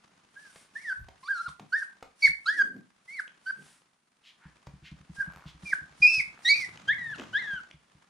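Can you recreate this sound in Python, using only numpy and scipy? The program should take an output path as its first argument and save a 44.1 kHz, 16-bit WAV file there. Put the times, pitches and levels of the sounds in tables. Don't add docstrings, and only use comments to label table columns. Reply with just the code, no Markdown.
import sys
import numpy as np
from scipy import signal
from scipy.fft import rfft, irfft, next_fast_len
from scipy.io import wavfile
from scipy.ndimage import uniform_filter1d

SR = 44100
rng = np.random.default_rng(int(sys.argv[2]) if len(sys.argv) > 2 else 0)


def generate_wav(signal):
    frames = np.transpose(np.atleast_2d(signal))
    scaled = np.clip(frames, -1, 1) * 32767
    pcm = np.round(scaled).astype(np.int16)
    wavfile.write(sys.argv[1], SR, pcm)


N = 356811

# (time [s], level [dB])
BODY_MOTION = [(.6, -67), (2.9, -71), (3.65, -66), (4.05, -77.5), (4.45, -67.5), (5.5, -64), (7.5, -55),
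               (7.75, -68)]
# (frequency [Hz], relative level [dB])
RUB_COLOUR = [(30, -11), (100, -4), (180, 7.5), (480, -4), (1200, 1), (7000, -13.5), (12000, -40.5)]
# (frequency [Hz], side against middle [dB])
RUB_WIDTH = [(250, -13), (600, 0), (3000, -5)]
# (frequency [Hz], relative level [dB])
AIR_COLOUR = [(500, -11), (1500, -1), (5000, -4), (7200, -4.5), (9800, 0.5), (11800, -21.5)]
# (time [s], pitch [Hz], effort [dB], overtone level [dB])
SQUEAK_CURVES = [
    [(.362, 1590, -55, -87), (.42, 1760, -65, -83), (.515, 1465, -70, -77)],
    [(.758, 1694, -39, -70), (.825, 2350, -62, -84), (.852, 1930, -43, -78), (.897, 1684, -39, -54),
     (.905, 1528, -38, -58), (.932, 1518, -32, -62)],
    [(1.235, 1030, -46, -56), (1.276, 1190, -48, -50), (1.288, 1557, -38, -58), (1.308, 1645, -38, -62),
     (1.385, 1328, -39, -52), (1.412, 1400, -35, -59), (1.435, 1372, -56, -73), (1.47, 1423, -36, -60),
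     (1.492, 994, -50, -51)],
    [(1.727, 1458, -34, -47), (1.767, 1840, -31, -60), (1.815, 1755, -53, -81), (1.835, 1485, -35, -56)],
    [(2.227, 2274, -22, -26), (2.255, 2203, -14.5, -34), (2.27, 2100, -22, -38), (2.281, 1560, -41, -66)],
    [(2.462, 1310, -33, -34), (2.49, 1639, -30, -37), (2.55, 1979, -42, -78), (2.595, 1654, -31, -48),
     (2.626, 1566, -32, -49)],
    [(3.083, 2024, -44, -74), (3.142, 2307, -45, -62), (3.185, 2019, -41, -60), (3.205, 1421, -36, -57)],
    [(3.463, 1520, -43, -55), (3.511, 1570, -35, -56)],
    [(5.16, 1605, -72, -88), (5.212, 1617, -35, -65), (5.232, 1523, -34, -67)],
    [(5.658, 2431, -39, -69), (5.708, 2306, -44, -69), (5.738, 1521, -24, -62)],
    [(6.025, 2440, -14, -33), (6.062, 2462, -15, -33), (6.09, 2660, -27, -35), (6.187, 2530, -27, -37),
     (6.21, 2096, -22, -54)],
    [(6.453, 1859, -31, -31), (6.484, 1940, -25, -21), (6.496, 2225, -20, -22), (6.511, 2288, -19, -23),
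     (6.533, 2240, -18, -36), (6.548, 2552, -32, -54), (6.652, 1955, -35, -63)],
    [(6.881, 1558, -42, -35), (6.914, 1798, -23, -41), (6.938, 2230, -35, -72), (6.965, 2096, -70, -90),
     (6.988, 1980, -36, -62), (7.13, 1695, -46, -62), (7.155, 1303, -48, -46)],
    [(7.336, 1497, -37, -41), (7.374, 1746, -30, -35), (7.397, 2110, -37, -55), (7.48, 1678, -43, -50),
     (7.57, 1532, -45, -54), (7.607, 1352, -46, -66)],
]
# (frequency [Hz], gain [dB])
OVERTONE_COLOUR = [(2650, -16), (3300, -9), (3800, 4), (4300, 7), (5200, 6), (6000, -9), (8000, -8),
                   (12000, -20)]
# (middle time [s], length [s], level [dB])
COAT_BRUSHES = [(.58, .25, -60), (3.68, .36, -62)]
# (time [s], nominal peak level [dB])
PAD_PATS = [(0.5585, -38), (1.0849, -39), (1.5958, -37), (2.0257, -33), (4.669, -40)]
# (frequency [Hz], relative level [dB])
PAT_COLOUR = [(150, -6), (800, 0), (7000, -19), (12000, -36)]
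# (time [s], nominal peak level [dB])
CLAW_TAPS = [(3.278, -39), (6.7736, -32), (7.1835, -35), (7.2105, -37), (7.196, -25), (7.2225, -33),
             (7.2375, -35), (7.7113, -35)]
# (frequency [Hz], relative level [dB])
CLAW_COLOUR = [(1800, -5), (3100, 6), (4300, -14), (6500, -10), (12000, -38)]
# (middle time [s], length [s], level [dB], centre frequency [Hz])
NOISE_SWISHES = [(1.01, .1, -47, 68), (1.621, .079, -51.5, 200), (2.661, .34, -53.5, 260),
                 (2.769, .092, -46, 220), (3.6, .11, -57, 215), (4.45, .15, -60, 1500),
                 (4.28, .13, -56.5, 3000), (4.87, .09, -51.5, 2600), (5.49, .09, -55, 3400),
                 (7.0, 1.3, -57, 130), (7.205, .07, -42, 300)]
# (time [s], peak level [dB])
PAW_THUMPS = [(1.476, -43.5), (2.286, -43.5), (4.452, -42), (4.668, -37.5), (7.529, -41.5), (7.736, -48),
              (7.945, -50)]
# (frequency [Hz], relative level [dB], t60 [s])
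BOARD_MODES = [(67, -7, .15), (157.7, 0, .11), (183, -6, .1), (310, -13, .08)]
# (time [s], peak level [dB])
LEG_FORCE = [(4.73, -39), (5.27, -34.5), (5.64, -37), (5.82, -45), (6.27, -43)]
# (middle time [s], length [s], level [dB])
PAD_JUDDERS = [(5.36, .44, -56), (6.392, .16, -57.5), (7.212, .08, -51)]
# (frequency [Hz], t60 [s])
ROOM_DECAY = [(2000, .29), (12000, .22)]

EDGE_HZ = 15400
LET_GO_S = .025
FLARE_HZ, FLARE_WIDTH_HZ, FLARE_BOOST = 1630, 130, 3
PURITY = 2.2
FULL_FLOW_DB, FULL_EFFORT_DB = -50.3, -15
FLOW_PER_EFFORT, LEAST_FLOW_DB = .44, -61
LIFT_S, LIFT_LENGTH_S, LIFTED_COLOUR_SHIFT, LIFTED_FLOW_DB = 6.6, .25, .75, -13
PAN_DB, LIFTED_PAN_DB = -1.6, 2
BEAT_START_S, BEAT_PERIOD_S, WEAK_BEAT_DB = 4.732, .0902, -9


def gain_of(db):
    return 10 ** (np.asarray(db) / 20)


def evened(x):
    return x / np.sqrt(np.mean(x ** 2) + 1e-20)


def read(points, hz):
    f, value = np.transpose(points)
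    return np.interp(np.log(hz + 1), np.log(f), value)


def add(mix, s, sound):
    part = mix[max(round(s * SR), 0):][:len(sound)]
    part += sound[:len(part)]


def noise(colour, size):
    white = rfft(rng.standard_normal(size))
    hz = np.fft.rfftfreq(size, 1 / SR)
    return evened(irfft(white * gain_of(read(colour, hz)), size))


def wander(size, hz):
    f = np.fft.rfftfreq(SR, 1 / SR)
    smooth = rfft(rng.standard_normal(SR)) / (1 + (f / hz) ** 4)
    return evened(irfft(smooth))[:size]


def pair(colour, apart):
    size = next_fast_len(N, real=True)
    hz = np.fft.rfftfreq(size, 1 / SR)
    shared, side = rfft(rng.standard_normal((2, size))) * gain_of(read(colour, hz))
    side = side * gain_of(read(apart, hz))
    left_right = irfft(np.array([shared + side, shared - side]), size)
    return evened(left_right[:, :N])


def shuffle(rub_db=-2, fur_db=-10, grain_db=3.2, fur_follow=.35):
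    t = np.arange(N) / SR
    s, motion_db = np.transpose(BODY_MOTION)
    steps = np.arange(0, t[-1], .005)
    catches = np.minimum(rng.exponential(1, len(steps)), 4)
    level_db = np.interp(t, s, motion_db) + grain_db * np.interp(t, steps, catches)
    fur_level_db = fur_follow * level_db + (1 - fur_follow) * motion_db.mean()
    rub = pair(RUB_COLOUR, RUB_WIDTH) * gain_of(rub_db + level_db)
    fur = pair(AIR_COLOUR, apart=[(1, 0)]) * gain_of(fur_db + fur_level_db)
    return rub + fur


def airflow(start, effort_db):
    flow_db = FULL_FLOW_DB + FLOW_PER_EFFORT * (effort_db - FULL_EFFORT_DB)
    return max(flow_db, LEAST_FLOW_DB) + LIFTED_FLOW_DB * (start > LIFT_S)


def air(start, length, flow_db, lead=.07, linger=.2, crest=.8, edge_db=-4,
        rasp_db=5.5, rasp_hz=5200, rasp_growth=1.2, gust_db=2.2):
    t = np.arange(-lead, length + linger, 1 / SR)
    swell_times = [t[0], 0, crest * length, length, t[-1]]
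    swell = gain_of(np.interp(t, swell_times, [-25, edge_db, 0, edge_db, -38]))
    hiss = np.array([noise(AIR_COLOUR, len(t)) for _ in range(2)])
    rasp_colour = [(rasp_hz / 2, -26), (rasp_hz, 0), (rasp_hz * 1.15, -2),
                   (rasp_hz * 1.4, -22), (rasp_hz * 2, -30)]
    rasp_level_db = rasp_db + rasp_growth * (flow_db - FULL_FLOW_DB)
    rasp = noise(rasp_colour, len(t)) * swell * gain_of(rasp_level_db)
    gusts = gain_of(flow_db + gust_db * wander(len(t), hz=40))
    return start - lead, gusts * swell * (hiss + rasp)


def squeak(points, jitter=.007, break_jitter=.014, tremble_db=1.4,
           attack=.008, release=.0031, croak=.11):
    s, *controls = np.transpose(points)
    t = np.arange(s[0] - attack, s[-1] + release, 1 / SR)
    curves = np.array([np.interp(t, s, c) for c in controls])
    hz, effort_db, overtones_db = uniform_filter1d(curves, size=220)
    slack = (2000 / hz) ** 2
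    breaking = np.clip(1 - (s[-1] - t) / LET_GO_S, 0, 1)
    waver = jitter * slack * wander(len(t), hz=220)
    waver = waver + break_jitter * breaking * slack * wander(len(t), hz=400)
    phase = 2 * np.pi * np.cumsum(hz * (1 + waver)) / SR
    flare = 1 + FLARE_BOOST / (1 + (2 * (hz - FLARE_HZ) / FLARE_WIDTH_HZ) ** 2)
    grain = croak * np.maximum(slack - 1, 0) * wander(len(t), hz=700)
    whistle = flare * np.sin(phase) * gain_of(effort_db) * (1 + breaking * grain)
    edge = overtones(s[0], hz, phase, slack) * gain_of(overtones_db) * (1 + 2 * grain)
    fade = np.interp(t, [t[0], s[0] + attack, s[-1] - release, t[-1]], [0, 1, 1, 0])
    gate = np.sin(np.pi / 2 * fade) ** 2
    tremble = gain_of(tremble_db * slack * wander(len(t), hz=40))
    return t[0], np.sqrt(2) * (whistle + edge) * gate * tremble


def overtones(start, hz, phase, slack, flutter_db=3, fray=.13):
    k = np.arange(2, 7)[:, None]
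    shift = np.interp(start, [LIFT_S, LIFT_S + LIFT_LENGTH_S], [1, LIFTED_COLOUR_SHIFT])
    drifts = np.array([wander(len(hz), hz=25) for _ in k])
    flutter = gain_of(flutter_db * np.minimum(slack, 2) * drifts)
    colour = gain_of(read(OVERTONE_COLOUR, k * hz / shift))
    weight = flutter * colour / k ** PURITY * (k * hz < EDGE_HZ)
    lines = (weight * np.sin(k * phase)).sum(0) / np.linalg.norm(weight, axis=0)
    skirt = fray / slack * wander(len(hz), hz=800) * np.sin(2 * phase)
    return lines + skirt


def brush(length, level_db):
    size = int(length * SR)
    return gain_of(level_db) * np.hanning(size) * noise(AIR_COLOUR, size)


def puff(flow_db, glide_octaves, per_octave_db=14.5, t60=.14):
    t = np.arange(0, t60, 1 / SR)
    decay = gain_of(flow_db + per_octave_db - 60 * t / t60)
    onset = np.minimum(2 * t / LET_GO_S, 1)
    return noise(AIR_COLOUR, len(t)) * glide_octaves * decay * onset


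def tap(level_db, colour, t60, crest_db=5):
    t = np.arange(SR // 10) / SR
    decay = gain_of(level_db - crest_db - 60 * t / t60)
    return noise(colour, len(t)) * decay * (1 - np.exp(-t / 0.00037))


def swish(length, level_db, hz):
    size = int(length * SR)
    colour = [(hz / 3, -40), (hz * .6, -7), (hz, 0), (hz * 2, -15), (hz * 8, -56)]
    return gain_of(level_db) * np.hanning(size) * noise(colour, size)


def thump(level_db, rise=0.0067):
    t = np.arange(SR // 3) / SR
    ring = np.zeros(len(t))
    for hz, db, t60 in BOARD_MODES:
        turns = hz * rng.uniform(0.9, 1.05) * t + rng.random()
        ring += gain_of(db - 60 * t / t60) * np.sin(2 * np.pi * turns)
    ring = ring * (1 - np.exp(-(t / rise) ** 2))
    return gain_of(level_db) * ring / abs(ring).max()


def leg_beats(count=18, unsteady_s=.003):
    k = np.arange(count)
    s = BEAT_START_S + BEAT_PERIOD_S * k + unsteady_s * rng.standard_normal(count)
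    level_db = np.interp(s, *np.transpose(LEG_FORCE)) + WEAK_BEAT_DB * (k % 2)
    return list(zip(s, level_db))


def judder(length, level_db, slips_per_s=70, hz=1200):
    rub = swish(length, level_db, hz)
    turns = np.cumsum(slips_per_s * (1 + 0.14 * wander(len(rub), hz=20))) / SR
    return rub * evened(np.exp(-(turns % 1) / 0.12))


def room(x, wet_db, spread, gap=.016):
    taps = np.zeros((2, SR))
    at = np.arange(0, SR - 20, 20) + rng.integers(0, 20, (2, (SR - 1) // 20))
    np.put_along_axis(taps, at, rng.choice([-1., 1.], at.shape), 1)
    hz, t, bands = signal.stft(taps, SR, nperseg=256)
    build_up = np.minimum(t / gap, 1) ** 2
    decay = gain_of(-60 * t / read(ROOM_DECAY, hz)[:, None])
    tail = signal.istft(bands * build_up * decay, SR, nperseg=256)[1]
    tail = tail / np.linalg.norm(tail[0])
    mid, side = signal.fftconvolve(x[None], tail, axes=1)[:, :N]
    return gain_of(wet_db) * np.array([mid + spread * side, mid - spread * side])


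def scene():
    rubbing = shuffle()
    voice, paws, ticks, air_left, air_right = np.zeros((5, N))
    for points in SQUEAK_CURVES:
        times, hz, effort_db, _ = np.transpose(points)
        start, end = times[0], times[-1]
        flow_db = airflow(start, effort_db.max())
        s, (left, right) = air(start, end - start, flow_db)
        add(air_left, s, left)
        add(air_right, s, right)
        add(voice, *squeak(points))
        glide_octaves = abs(np.log2(np.interp(end - LET_GO_S, times, hz) / hz[-1]))
        add(voice, end - LET_GO_S / 2, puff(flow_db, glide_octaves))
    for s, length, level_db in COAT_BRUSHES:
        add(ticks, s - length / 2, brush(length, level_db))
    for s, level_db in PAD_PATS:
        add(ticks, s, tap(level_db, PAT_COLOUR, t60=.035))
    for s, level_db in CLAW_TAPS:
        add(ticks, s, tap(level_db, CLAW_COLOUR, t60=.014))
    for s, length, level_db, hz in NOISE_SWISHES:
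        add(ticks, s - length / 2, swish(length, level_db, hz))
    for s, level_db in list(PAW_THUMPS) + leg_beats():
        add(paws, s, thump(level_db))
    for s, length, level_db in PAD_JUDDERS:
        add(ticks, s - length / 2, judder(length, level_db))
    pan_db = np.interp(np.arange(N) / SR, [LIFT_S, N / SR - 1], [PAN_DB, LIFTED_PAN_DB])
    puppy = (voice + np.array([air_left, air_right])) * gain_of([pan_db / 2, -pan_db / 2])
    echoes = room(voice, wet_db=-12, spread=1.2)
    echoes = echoes + room(ticks, wet_db=-7, spread=.6)
    echoes = echoes + room(paws, wet_db=-15, spread=.5)
    return puppy + paws + ticks + echoes + rubbing


def record(dry):
    low_pass = signal.firwin(511, EDGE_HZ, window=("kaiser", 9), fs=SR)
    return signal.oaconvolve(dry, low_pass[None], "same")


dry = scene()
out = record(dry)
generate_wav(out)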